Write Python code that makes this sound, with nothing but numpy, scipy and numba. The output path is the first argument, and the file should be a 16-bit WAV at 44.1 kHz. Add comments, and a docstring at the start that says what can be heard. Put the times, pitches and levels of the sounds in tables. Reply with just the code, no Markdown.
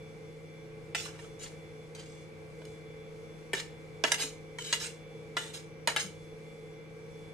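"""A steady hum and airy rush fill a kitchen; then a steel spoon knocks on and scrapes along a food-laden plate.
The hum is wavering sines, and the fan's rush is coloured noise with throbbing casing resonances.
Bursts of chatter (knocks) and uneven ticks (scrapes) ring the same damped plate modes over a grinder jar.
Soft thuds are swelling low sines, and hard walls add a short tail from eight cross-fed delay lines."""
import sys
import numpy as np
from scipy import signal
from scipy.fft import rfft, irfft, next_fast_len
from scipy.io import wavfile
from scipy.ndimage import uniform_filter1d
from numba import njit

SR = 44100
rng = np.random.default_rng(int(sys.argv[2]) if len(sys.argv) > 2 else 0)


def unload_audio(sound):
    """Save the sound as a 16-bit wav file, at the path given as the first command line argument."""
    columns = np.transpose(np.atleast_2d(sound))
    # keep every value between -1 and 1, then stretch to whole-number steps
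    steps = np.round(np.clip(columns, -1, 1) * 32767)
    wavfile.write(sys.argv[1], SR, steps.astype(np.int16))


N = 323649  # length in samples

TOP_HZ = 14300  # upper edge of the sound
BULGE_WIDTH_HZ = 65  # bandwidth of a mode that rings freely under the spoon


def undb(db):
    """Decibels to gain."""
    return 10 ** (np.asarray(db) / 20)


def unit(x):
    """Scale to rms 1."""
    return x / np.sqrt(np.mean(x ** 2))


def across(table, hz):
    """Read an (Hz, value) table on a log-frequency axis."""
    f, v = np.transpose(table)
    return np.interp(np.log(np.maximum(hz, 1)), np.log(f), v)


def colour(x, table, share=1, lag_ms=0):
    """Filter by a share of an (Hz, dB) table and delay, even by a fraction of a sample."""
    size = next_fast_len(N)
    hz = np.fft.rfftfreq(size, 1 / SR)
    gain = undb(share * across(table, hz))
    delay = np.exp(-2j * np.pi * hz * lag_ms / 1000)
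    return irfft(rfft(x, size) * gain * delay, size)[..., :N]


def panned(x, table, lag_ms=0):
    """Tilt left against right by an (Hz, left minus right dB) table; the left may arrive later."""
    left = colour(x[0], table, 0.5, lag_ms)
    right = colour(x[1], table, -0.5)
    return np.array([left, right])


def band(x, lo_hz, hi_hz):
    """Causal band-pass."""
    return signal.sosfilt(signal.butter(2, [lo_hz, hi_hz], "band", fs=SR, output="sos"), x)


def split(x, edges):
    """Neighbouring bands, every other one inverted so that they add up at their edges."""
    return [(-1) ** k * band(x, edges[k], edges[k + 1]) for k in range(len(edges) - 1)]


def ring(x, hz, width):
    """One damped mode with gain 1 at its centre; complex, so that its phase can be turned."""
    pole = np.exp((2j * hz - width) * np.pi / SR)
    return signal.lfilter([2 * np.pi * width / SR], [1, -pole], x)


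def walk(rate):
    """Random levels held for 1 / rate seconds and smoothed twice; spread near 1."""
    k = int(SR / rate)
    steps = np.repeat(rng.standard_normal(N // k + 1), k)
    return 1.215 * uniform_filter1d(uniform_filter1d(steps, k), k)[:N]


def motors():
    """Compressor and fan tones: sines that waver in level and pitch, each with its own stereo phase."""
    # The steady partials of the motors.
    # Each row: pitch in Hz, level in dB rms, level waver in dB, left lead and equal right lag in radians.
    tones = [(97.4, -67, 4, 0.32), (127, -68.5, 6.5, 0.13), (157.3, -52.5, 0.5, -0.22),
             (190, -80, 5.5, -0.047), (220.7, -77, 4, 0.34), (269.3, -70, 2.5, -0.73),
             (315.8, -65, 2, 0.27), (335.7, -64, 1, 0.27), (437.3, -55, 3, -0.05), (463.8, -60.5, 2.5, .15),
             (482, -62.5, 0.5, 0.24), (532, -59, 0.9, -0.58), (580, -78, 2.5, 0.43), (732, -73, 1, 0.66),
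             (1592, -74.5, 3, -.9), (2084, -70, 3, 0.56), (2277, -71, 4, .6), (2324, -67.5, 2.5, -0.6),
             (3439, -72, 4.5, -0.59), (5770, -78.5, 4, -1.03)]
    drift_hz = 0.92  # spread of the pitch drift, shared by all tones
    drift = np.cumsum(walk(6.017)) / SR
    waver = walk(14)
    out = np.zeros((2, N))
    for hz, db, waver_db, lead in tones:
        phase = 2 * np.pi * (hz * np.arange(N) / SR + drift_hz * drift + rng.uniform())
        own_waver = np.minimum(np.roll(waver, rng.integers(N)), 1.1)
        swell = np.sqrt(2) * undb(db + waver_db * own_waver)
        out += swell * np.sin(phase + lead * np.array([[1], [-1]]))
    return out


def fan():
    """Broad turbulent rush plus resonances of the casing; partly alike at the two microphones."""
    # Spectrum of the rush. Each row: frequency in Hz, relative level in dB.
    rush = [(12, -38), (20, -8.5), (102, -7), (154, -4.5), (209, -6), (325, -14.5), (383, -17), (452, -2),
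            (647, -14.5), (1900, -24), (2300, -22), (3210, -28.5), (3480, -29.5), (9150, -35), (14600, -49)]
    # Casing resonances. Each row: centre in Hz, width of each of two passes in Hz, level in dB rms before the throb.
    casing = [(347, 106, -62.5), (457, 115, -61.5), (818, 82, -74), (1130, 73, -81), (2203, 570, -71.5),
              (4360, 120, -87.5), (7200, 88, -86.5), (9200, 280, -95.5)]
    # Likeness of the two channels. Each row: frequency in Hz, correlation from 0 to 1 (held to 0.98 at most).
    alike = [(30, 0.093), (150, 0.34), (400, 0.89), (700, 0.2), (1300, 0), (2300, .2), (4500, 0),
             (8000, 0.89), (13000, 1)]
    rush_db, rush_waver_db = -52.5, 0.5
    hiss_hz, hiss_flicker_db = 3480, 1.5  # above this the rush flickers on its own
    shaft_hz, throb_depth = 48.3, 0.27  # the compressor shakes the casing once a turn

    mid, side = rng.standard_normal((2, N))
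    # the more side against mid, the less alike the channels are
    likeness = np.clip(alike, 0, [SR, 0.98])
    side = colour(side, [(hz, 10 * np.log10((1 - c) / (1 + c))) for hz, c in likeness])
    pair = np.array([mid + side, mid - side])

    out = undb(rush_db + rush_waver_db * walk(3.38)) * unit(colour(pair, rush))
    flicker = undb(hiss_flicker_db * walk(11))
    out += (flicker - 1) * band(out, hiss_hz, TOP_HZ)
    throb = 1 + throb_depth * np.cos(2 * np.pi * shaft_hz * np.arange(N) / SR)
    for hz, width, db in casing:
        resonance = ring(ring(pair, hz, width), hz, width).real
        out += throb * undb(db) * unit(resonance)
    return out


def thuds():
    """The plate bumps the jar: soft low sines that swell and fade."""
    # The bumps. Each row: start in seconds, pitch in Hz, envelope peak in dB, time to the peak in ms.
    bumps = [(4.038, 262, -40, 6), (4.235, 280, -45, 8.8), (5.874, 240, -44, 5.8), (6.035, 190, -45, 17)]
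    out = np.zeros(N)
    t = np.arange(SR // 4) / SR
    for s, hz, db, ms in bumps:
        x = 1000 * t / ms
        swell = x * np.exp(1 - x)
        i = int(s * SR)
        out[i:i + len(t)] += undb(db) * swell * np.sin(2 * np.pi * hz * t)
    return out


def loaded(rings, detune):
    """Food and fingers detune the steel; modes under the spoon ring freely. Gives modes and which are free."""
    # Modes of the plate. Each row: nominal frequency in Hz, bandwidth in Hz, relative level in dB.
    steel = np.array([(470, 300, 1.5), (664, 47, -1), (920, 48, 5.5), (1120, 72, -10), (1365, 27, 4),
                      (1636, 130, 1.5), (1735, 80, -0.5), (2104, 100, 1), (2384, 176, 2), (2840, 36, -13),
                      (2947, 88, 6.5), (3334, 210, 0), (3910, 120, -1), (4080, 28, 4), (4490, 290, -3),
                      (4930, 61, -0.5), (5320, 100, -0.5), (6350, 48, 3), (6550, 120, 0), (7150, 166, 2.5),
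                      (7490, 130, -11), (7850, 160, 0), (8340, 200, 2), (8810, 130, -0.5), (9510, 88, 1),
                      (9850, 53, -6), (10300, 61, -8), (11250, 90, -7), (10650, 97, -0.5), (11870, 49, -10),
                      (12100, 90, -3), (12400, 130, -3)], float)
    modes = steel.copy()
    modes[:, 0] *= 1 + detune * rng.standard_normal(len(modes))
    free = np.zeros(len(modes), bool)
    for hz in rings:
        nearest = np.argmin(np.abs(steel[:, 0] - hz))
        modes[nearest] = hz, BULGE_WIDTH_HZ, 0
        free[nearest] = True
    return modes, free


def plate(force, modes, gains, crack_db, turn):
    """A force rings every mode and radiates a bare crack; each mode has its own phase at the microphones."""
    counter_ms, counter_share = 1, 0.35
    # the crack also bounces off the counter, with opposite sign at the two microphones
    bounce = counter_share * np.roll(force, int(counter_ms * SR / 1000))
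    out = undb(crack_db) * np.array([force + bounce, force - bounce])
    angles = rng.choice([-1, 1], len(modes)) * rng.uniform(0.68, 1, len(modes))
    for (hz, width, db), gain, angle in zip(modes, gains, angles):
        z = undb(db) * ring(gain * force, hz, width)
        # the phase gap narrows below 1100 Hz and above 6000 Hz
        lead = np.exp(0.5j * turn * angle * min(hz / 1100, 1, 6000 / hz))
        out += np.array([(z * lead).imag, (z / lead).imag])
    return out


def scrapes():
    """The rim slips over the steel in dense uneven ticks; as it travels, other modes take over."""
    # Spoon strokes over the plate. Each row: start in seconds, length in seconds, level of the middle band
    # at the start and at the end in dB rms, lows, highs and top in dB against the middle,
    # and the modes that ring freely in Hz.
    strokes = [(0.956, 0.053, -41.5, -45.5, -16, -5.5, -18, (2680, 3500, 5890, 7900)),
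               (1.003, 0.051, -51, -51, -15, 1, -14, (5000, 5400)),
               (1.061, 0.021, -57, -58, 4.5, 1, -17, (1460, 3500, 5730)),
               (1.14, 0.028, -68, -71, 9.5, 1, -20, ()), (1.19, 0.066, -69, -71.5, 5, 7.5, -12, ()),
               (1.398, 0.043, -58, -50, -12.5, 1.5, -16, (7100,)),
               (1.954, 0.054, -62.5, -55.5, -5, -4, -21, ()), (2.06, 0.17, -65, -73.5, -20, 0.5, -25, ()),
               (2.67, 0.071, -76, -79, -7, 8, -14, ()),
               (3.55, 0.046, -43, -46, -6, -3.5, -17, (1760, 3800)),
               (4.05, 0.061, -42.5, -49.5, -1, -1.5, -17, (2080,)),
               (4.143, 0.025, -34.5, -54, -7, -7, -12, (926, 2090)),
               (4.183, 0.018, -46, -43, -3.5, -6, -8, (1600, 3030, 5000)),
               (4.209, 0.022, -38.5, -38.5, -8.5, 0.5, -15, (1610, 3070, 4150, 6230, 7130, 8400)),
               (4.593, 0.12, -50.5, -45, -17, -4, -16, (3050, 4050)),
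               (4.74, 0.024, -34.5, -46.5, -13, -5.5, -11, (920, 2040, 4000, 6310)),
               (4.802, 0.031, -48.5, -43.5, -7, 0, -12, (4030, 5050, 5600)),
               (4.846, 0.021, -44.5, -48, -8, 1, -19, (1480, 2795, 7000, 9600)),
               (5.375, 0.13, -46, -58.5, -4, -1.5, -14, (900, 1900, 3700)),
               (5.538, 0.014, -52.5, -48, -6.5, 0.5, -16, (2900, 4080, 5080, 7380, 9700)),
               (5.886, 0.052, -39, -55.5, 2, -1.5, -24, (905, 1900)),
               (5.973, 0.016, -41, -41, -1, -5, -18, (2100, 3120)),
               (5.998, 0.013, -42, -42, -16, 1, -13, (930, 2110, 3200, 4270, 6570, 8500))]
    # Edges of lows, middle, highs and top, in one row of Hz.
    rub_edges = [600, 2300, 5500, 9500, 17000]
    touch_s = 0.012  # fade at both ends
    lift_s, lift_db_per_s = 0.23, 302  # fading as the hand eases off
    brighten_db_per_s = 6  # the lighter touch sounds thinner
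    bulge_db, settle_db_per_s = 9, 150  # free modes are louder, damped again as the spoon lifts

    out = np.zeros((2, N))
    spikes = 1.9 * np.minimum(rng.exponential(size=N), 5)
    ticks = rng.standard_normal(N) * undb(spikes + 1.9 * walk(150) + 0.78 * walk(41))
    travel = walk(40)
    for s, length, start_db, end_db, lows_db, highs_db, top_db, rings in strokes:
        modes, free = loaded(rings, detune=0.028)
        shifts = rng.integers(N, size=len(modes))
        on = np.arange(int((s - touch_s) * SR), int((s + length + lift_s) * SR))
        lifting = np.maximum(on / SR - s - length, 0)
        db = np.interp(on / SR, [s, s + length], [start_db, end_db]) - lift_db_per_s * lifting
        bright_db = brighten_db_per_s * lifting
        bulge = np.maximum(bulge_db - settle_db_per_s * lifting, 0)
        gains = [undb(4.0 * np.minimum(travel[(on + shift) % N], 1.2) + is_free * bulge)
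                 for is_free, shift in zip(free, shifts)]
        sound = plate(ticks[(on + shifts[0]) % N], modes, gains, crack_db=-7.5, turn=2.0)
        touch = np.minimum(np.minimum(on - on[0], on[-1] - on) / SR / touch_s, 1) ** 2
        tilts = lows_db, 0, highs_db + bright_db, top_db + bright_db
        for part, tilt_db in zip(split(sound, rub_edges), tilts):
            # the hand's pressure sets the loudness, whichever modes carry it
            even = part / np.sqrt(uniform_filter1d(part.mean(axis=0) ** 2, size=2000))
            out[:, on] += touch * undb(db + tilt_db) * even
    return out


def knocks():
    """Each knock is a first blow and a few ms of fading chatter; place and load decide which modes answer."""
    # Spoon knocks. Each row: start in seconds, peak of the middle band in dB, lows, highs and top in dB
    # against the middle, rise in ms, chatter decay in ms, left minus right in dB, and the modes that ring freely in Hz.
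    blows = [(0.9475, -21.5, -9.5, -8, -17, 0.45, 8, -2, (700, 1367, 2030, 2400, 2680, 2980, 3680, 5000, 8500)),
             (1.0578, -43.5, 3, -12, -25, 1.8, 5, 0, (1180,)),
             (1.189, -47.5, 1, -20, -28, 2, 8, -3, (1800, 2775)),
             (1.2425, -50, 0, -8, -15, 2, 7.3, -4, (1300, 3100)),
             (1.4572, -41, -17, -20, -30, 3.02, 10, 3, (2900,)),
             (1.949, -42.5, -16, -2.5, -18, 0.52, 7, 2, (2260, 3960, 6000, 8100)),
             (2.6166, -53, 8, -8, -20, 0.27, 6.5, 1, (610, 3000)),
             (2.652, -50, -20, 4, -5, 0.28, 4, 0, (1600, 8200)),
             (3.5317, -25.5, 1.5, -3, -14, 1.16, 9.2, 2, (400, 1760, 2385, 3280)),
             (3.5982, -31, -16, -2.5, -15, 0.78, 9.4, 0, (1900, 4200)),
             (4.038, -18.5, 0, -3, -15, 0.44, 4.5, -1, (670, 1640, 2430, 2714, 2990, 3280, 6380)),
             (4.047, -21, -5, -16, -26, 0.46, 5, 1, (1300, 1700, 3280)),
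             (4.1159, -16.5, -9.5, 0.5, -14, 3.5, 7.8, -1, (926, 1660, 2090, 2800, 3800, 4990, 5990, 7270, 9500, 10900)),
             (4.585, -32, -7.5, -6, -17, 0.48, 7, 0.5, (960, 1900, 3100)),
             (4.7261, -18.5, -12, -1.5, -27, 0.9, 8, 1, (2030, 2856, 3385, 4090, 6309, 6940, 8600)),
             (5.367, -22.5, -4.5, -12, -14.5, 0.77, 8.8, 1, (680, 1390, 1737, 2020, 3390)),
             (5.8732, -19.5, -2, -1, -10, 0.95, 5.5, -3, (650, 902, 1666, 2030, 2440, 2960, 4000, 6700)),
             (5.8844, -29.5, -1.5, -14, -28, 0.71, 5.9, -2, (970, 1800, 2440)),
             (5.9615, -20.5, -8, -6, -8, 1.5, 5.7, 1.5, (875, 1345, 1660, 2083, 2776, 3768, 9585))]
    # Edges of lows, middle, highs and top, in one row of Hz.
    knock_edges = [300, 1500, 4500, 9000, 17000]
    first_blow_db = 18  # first blow over the chatter
    bulge_db = 11.5  # modes that bulge under the spoon are louder

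    out, size = np.zeros((2, N)), SR // 8
    t_ms = 1000 * np.arange(size) / SR
    for s, db, lows_db, highs_db, top_db, rise_ms, chatter_ms, pan_db, rings in blows:
        noise, grain = rng.standard_normal((2, size))
        force = noise * undb(4.2 * grain) * np.exp(-t_ms / chatter_ms) * np.minimum(t_ms / rise_ms, 1)
        force[int(rise_ms * SR / 1000)] += undb(first_blow_db)

        modes, free = loaded(rings, detune=0.012)
        answer_db = 2.9 * np.minimum(rng.standard_normal(len(modes)), 0.6)
        gains = undb(np.where(free, bulge_db, answer_db))
        # a free mode swings fully, however the chatter falls
        swing = np.array([np.abs(ring(force, hz, BULGE_WIDTH_HZ)).max() for hz in modes[free, 0]])
        gains[free] *= swing.mean() / swing
        gains *= rng.choice([-1, 1], len(modes))  # the blow lands on either side of each node line
        sound = plate(force, modes, gains, crack_db=-9.0, turn=1.28)

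        i = int(s * SR)
        pan = np.array([[pan_db], [-pan_db]]) / 2
        # a broad soft contact favours the lows, a sharp edge the highs
        for part, tilt_db in zip(split(sound, knock_edges), (lows_db, 0, highs_db, top_db)):
            peak = np.abs(part.mean(axis=0)).max()
            out[:, i:i + size] += part / peak * undb(db + tilt_db + pan)
    return out


@njit
def walls(x, lags, gain, damp):
    """Echoes between hard walls: eight delay lines that feed each other, duller on every round."""
    line, soft, out = np.zeros((8, 4096)), np.zeros(8), np.zeros((2, len(x)))
    for i in range(len(x)):
        total = 0.
        for k in range(8):
            echo = gain[k] * line[k, (i - lags[k]) & 4095]
            soft[k] += (1 - damp) * (echo - soft[k])
            total += soft[k]
            out[k % 2, i] += soft[k]
        for k in range(8):
            line[k, i & 4095] = x[i] + soft[k] - total / 4
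    return out


def scene():
    """The steady hum and rush, with the spoon on the plate and its echo off the walls."""
    # Balance of the hum and rush. Each row: frequency in Hz, left minus right in dB.
    air_pan = [(60, -1), (110, 5), (200, 0), (370, -1.0), (680, -0.5), (1250, 0), (2290, -0.5),
               (4210, -1.5), (7720, -0.5), (14200, 2)]
    # Balance of the spoon and its echo. Each row: frequency in Hz, left minus right in dB.
    plate_pan = [(60, 0), (110, 6), (200, 7), (370, -5), (680, 0), (1250, 0.5), (2290, 0.5), (4210, -4),
                 (7720, 0.5), (14200, 1.5)]
    room_t60_s, room_damp, room_db = 0.29, 0.058, -11  # decay time of the lows, dulling 0-1, level

    hum = motors() + fan()
    spoon = knocks() + scrapes() + thuds()
    lags = rng.integers(500, 2200, 8)  # samples
    echo_gain = undb(-60 * lags / SR / room_t60_s)
    # the tiny offset keeps the silent delay lines fast to compute
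    tail = walls(spoon.mean(axis=0) + 1e-18, lags, echo_gain, room_damp)
    return panned(spoon + undb(room_db) * tail, plate_pan, lag_ms=0.015) + panned(hum, air_pan)


def record(dry):
    """The phone cuts the top: a steep low-pass."""
    return signal.sosfilt(signal.ellip(10, 0.2, 75, TOP_HZ, fs=SR, output="sos"), dry)


dry = scene()
out = record(dry)
unload_audio(out)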